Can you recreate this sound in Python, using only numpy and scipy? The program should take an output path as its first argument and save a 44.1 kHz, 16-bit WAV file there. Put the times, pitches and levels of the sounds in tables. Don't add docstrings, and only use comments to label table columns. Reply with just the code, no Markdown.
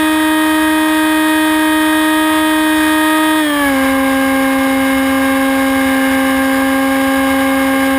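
import sys
import numpy as np
from scipy import signal
from scipy.fft import rfft, irfft
from scipy.io import wavfile

SR = 44100
rng = np.random.default_rng(int(sys.argv[2]) if len(sys.argv) > 2 else 0)


def store_wav(level_fs):
    pcm = np.round(np.clip(np.atleast_2d(level_fs), -1, 1) * 32767)
    wavfile.write(sys.argv[1], SR, pcm.T.astype(np.int16))


N = 351918
TIME = np.arange(N) / SR
FREQ = np.maximum(np.arange(N // 2 + 1) * SR / N, 1)


def propeller(blade_hz, throttle, wander_hz=0.148, flicker_db=0.28, drift_db=0.36):
    # multiple, high_throttle_db, cruise_db, db_per_load
    harmonics = [(1, -13.5, -14.5, -.7), (2, -25, -21, 1.7), (3, -21.5, -26, 1.6), (4, -25, -27, 4),
                 (5, -30.5, -48, -5), (6, -22, -25.5, 0), (7, -44, -52, 3), (8, -29, -28.5, -2),
                 (9, -48, -52, 7), (10, -31, -41, -1.5), (11, -29.5, -35, 0.5), (12, -32, -48, -1),
                 (13, -43.5, -54, 0), (14, -44.5, -43, -3), (15, -46.5, -57, -1), (16, -54, -54, 1),
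                 (17, -50, -63, -3), (18, -55, -49, -2)]
    # centre_hz, half_width_hz, lift_db
    path = [(290, 12.4, -2.5), (830, 23, 3.5), (896, 22, -13.5), (1150, 30, 5), (1210, 19, -13),
            (1682, 48, 6), (2235, 45, 3), (2345, 70, -7.5), (2850, 36, 6), (3247, 102, 6), (3660, 50, 3)]
    # centre_s, half_length_s, extra_load
    manoeuvres = [(2.327, 0.21, 1), (2.8, .13, -0.68), (3.144, 0.19, 0.95), (4.95, 0.31, -0.57),
                  (5.97, .25, -0.72), (7.2, 0.43, 0.15)]
    buffet_hz, buffet_width_hz, buffet_depth, buffet_swing_rad = 72, 40, 0.033, 0.012
    phase = 2 * np.pi * np.cumsum(blade_hz + wander_hz * narrow(0, 31)) / SR
    phase += buffet_swing_rad * narrow(buffet_hz, buffet_width_hz)
    load = sum(extra * bell(TIME, centre_s, half_s) for centre_s, half_s, extra in manoeuvres)
    tilt_db_per_octave = -0.56 * bell(TIME, 0, half_width=1.5)
    whine = 0
    for multiple, high_db, cruise_db, db_per_load in harmonics:
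        level_db = cruise_db + throttle * (high_db - cruise_db)
        level_db += load * db_per_load + tilt_db_per_octave * np.log2(multiple)
        level_db += sum(lift * bell(multiple * blade_hz, hz, width) for hz, width, lift in path)
        level_db += np.log(multiple) * (flicker_db * narrow(0, 17) + drift_db * narrow(0, 2.4))
        lag = 2 * np.pi * rng.random()
        whine += np.sqrt(2) * undb(level_db) * np.cos(multiple * phase - lag)
    return whine * (1 + buffet_depth * narrow(buffet_hz, buffet_width_hz))


def airflow(throttle, rumble_top_hz=130, rumble_trim_db=-4.0):
    # frequency_hz, high_throttle_db, cruise_db
    air = [(20.1, -88, -82), (45, -58, -54.5), (78.5, -54, -48), (128, -66, -64.5), (300, -66.5, -64),
           (614, -65.5, -61.5), (1110, -60, -56.5), (1380, -65.5, -62.5), (1660, -62.5, -54.5),
           (2470, -65.5, -64.5), (3905, -66, -64), (4170, -73, -75), (5440, -71.5, -69),
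           (5980, -89.5, -85.5)]
    # centre_hz, width_hz, high_throttle_lift_db, cruise_lift_db
    airframe = [(458, 14, 3.5, 11), (776, 47, 6.5, -4.5), (1155, 260, 4, 4), (1652, 130, 10, 3.5),
                (1957, 170, 7.5, -0.5), (2230, 340, 2.5, 6), (3130, 200, 1, -1), (4800, 160, 2, 5.5)]
    # centre_s, half_length_s, rumble_lift_db, rush_lift_db
    gusts = [(.68, .06, 5, 0), (2.356, .05, 5, 2), (2.85, 0.09, 5, 2.5), (3.5, 0.1, -6, -0.5),
             (3.826, 0.098, 2, 2), (4.498, .2, 2, 0), (6.12, .2, -1, 0.5)]
    air_hz, *spectra_db = np.transpose(air)
    low_share = 1 / (1 + (FREQ / rumble_top_hz) ** 8)
    rumble = rush = 0
    for setting, share in enumerate([throttle, 1 - throttle]):
        density_db = np.interp(np.log(FREQ), np.log(air_hz), spectra_db[setting])
        for centre_hz, width_hz, *lift_db in airframe:
            density_db += lift_db[setting] / (1 + (2 * (FREQ - centre_hz) / width_hz) ** 2)
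        gain = undb(density_db) * np.sqrt(SR / 2)
        rumble += np.sqrt(share) * noise(gain * np.sqrt(low_share))
        rush += np.sqrt(share) * noise(gain * np.sqrt(1 - low_share))
    rumble_swell_db = 0.5 * narrow(0, 8)
    rush_swell_db = 0.6 * narrow(0, 25)
    for centre_s, half_s, rumble_lift_db, rush_lift_db in gusts:
        gust = bell(TIME, centre_s, half_s)
        rumble_swell_db += rumble_lift_db * gust
        rush_swell_db += rush_lift_db * gust
    return rumble * undb(rumble_trim_db + rumble_swell_db) + rush * undb(rush_swell_db)


def side_tones(fade_s=0.1, flutter_db=2):
    # start_s, end_s, pitch_hz, waver_hz, level_db
    tones = [(0, 3.42, 1639, 5.9, -31), (0, 3.42, 1600, 3.7, -32), (0, 3.42, 1055, 2.5, -37),
             (0, 3.42, 1212, 2.7, -39), (0, 3.42, 1366, 2, -49), (3.8, 5.5, 1035, 2.1, -32.5),
             (5.65, 7.7, 1025, 3.9, -37), (3.75, 8.8, 1182, 1.8, -35), (3.75, 6.1, 840, 5, -45),
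             (5.85, 6.3, 851, 4.7, -36.5), (5.85, 6.7, 1718, 6, -30.5), (6.7, 8, 780, 4.8, -38)]
    sound = 0
    for start_s, end_s, pitch_hz, waver_hz, level_db in tones:
        gate = np.clip(np.minimum(TIME - start_s, end_s - TIME) / fade_s + 0.5, 0, 1)
        phase = 2 * np.pi * np.cumsum(pitch_hz + waver_hz * narrow(0, 13.96)) / SR
        amplitude = np.sqrt(2) * undb(level_db + flutter_db * narrow(0, 19))
        sound += gate * amplitude * np.sin(phase)
    return sound


def undb(db):
    return 10 ** (np.asarray(db) / 20)


def noise(gain):
    return irfft(rfft(rng.standard_normal(N)) * gain, N)


def narrow(hz, width_hz):
    band = noise(np.exp(-2 * ((FREQ - hz) / width_hz) ** 2))
    return band / band.std()


def bell(x, centre, half_width):
    return np.exp(-((x - centre) / half_width) ** 2)


def scene(cruise_hz=268, high_hz=312):
    # time_s, blade_rate_hz
    speed = [(0.0, 311.8), (0.9, 312.2), (1.85, 311.4), (2.4, 312.4), (2.83, 310.3), (3.2, 312.4),
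             (3.395, 311.6), (3.46, 299.7), (3.52, 292.2), (3.6, 288.5), (3.76, 266.7), (3.92, 268.5),
             (5.05, 267.8), (5.5, 268.9), (5.75, 268.2), (5.9, 266.7), (6.3, 266.9), (6.8, 269.0),
             (7.98, 268.9)]
    blade_hz = np.interp(TIME, *np.transpose(speed))
    throttle = np.clip((blade_hz - cruise_hz) / (high_hz - cruise_hz), 0, 1)
    return (propeller(blade_hz, throttle) + airflow(throttle) + side_tones())[None]


def record(dry):
    mic_limit, camera_rate_hz, hold_count, top_hz = 0.88, 12000, 4, 15300
    rounded = dry / (1 + (dry / mic_limit) ** 10) ** 0.1
    sampled = signal.resample(rounded, round(N * camera_rate_hz / SR), axis=1)
    held = np.repeat(sampled, hold_count, axis=1)
    gritty = signal.resample(held, N, axis=1)
    top_cut = signal.ellip(10, 0.1, 80, top_hz, fs=SR, output="sos")
    return signal.sosfilt(top_cut, gritty)


dry = scene()
out = record(dry)
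store_wav(out)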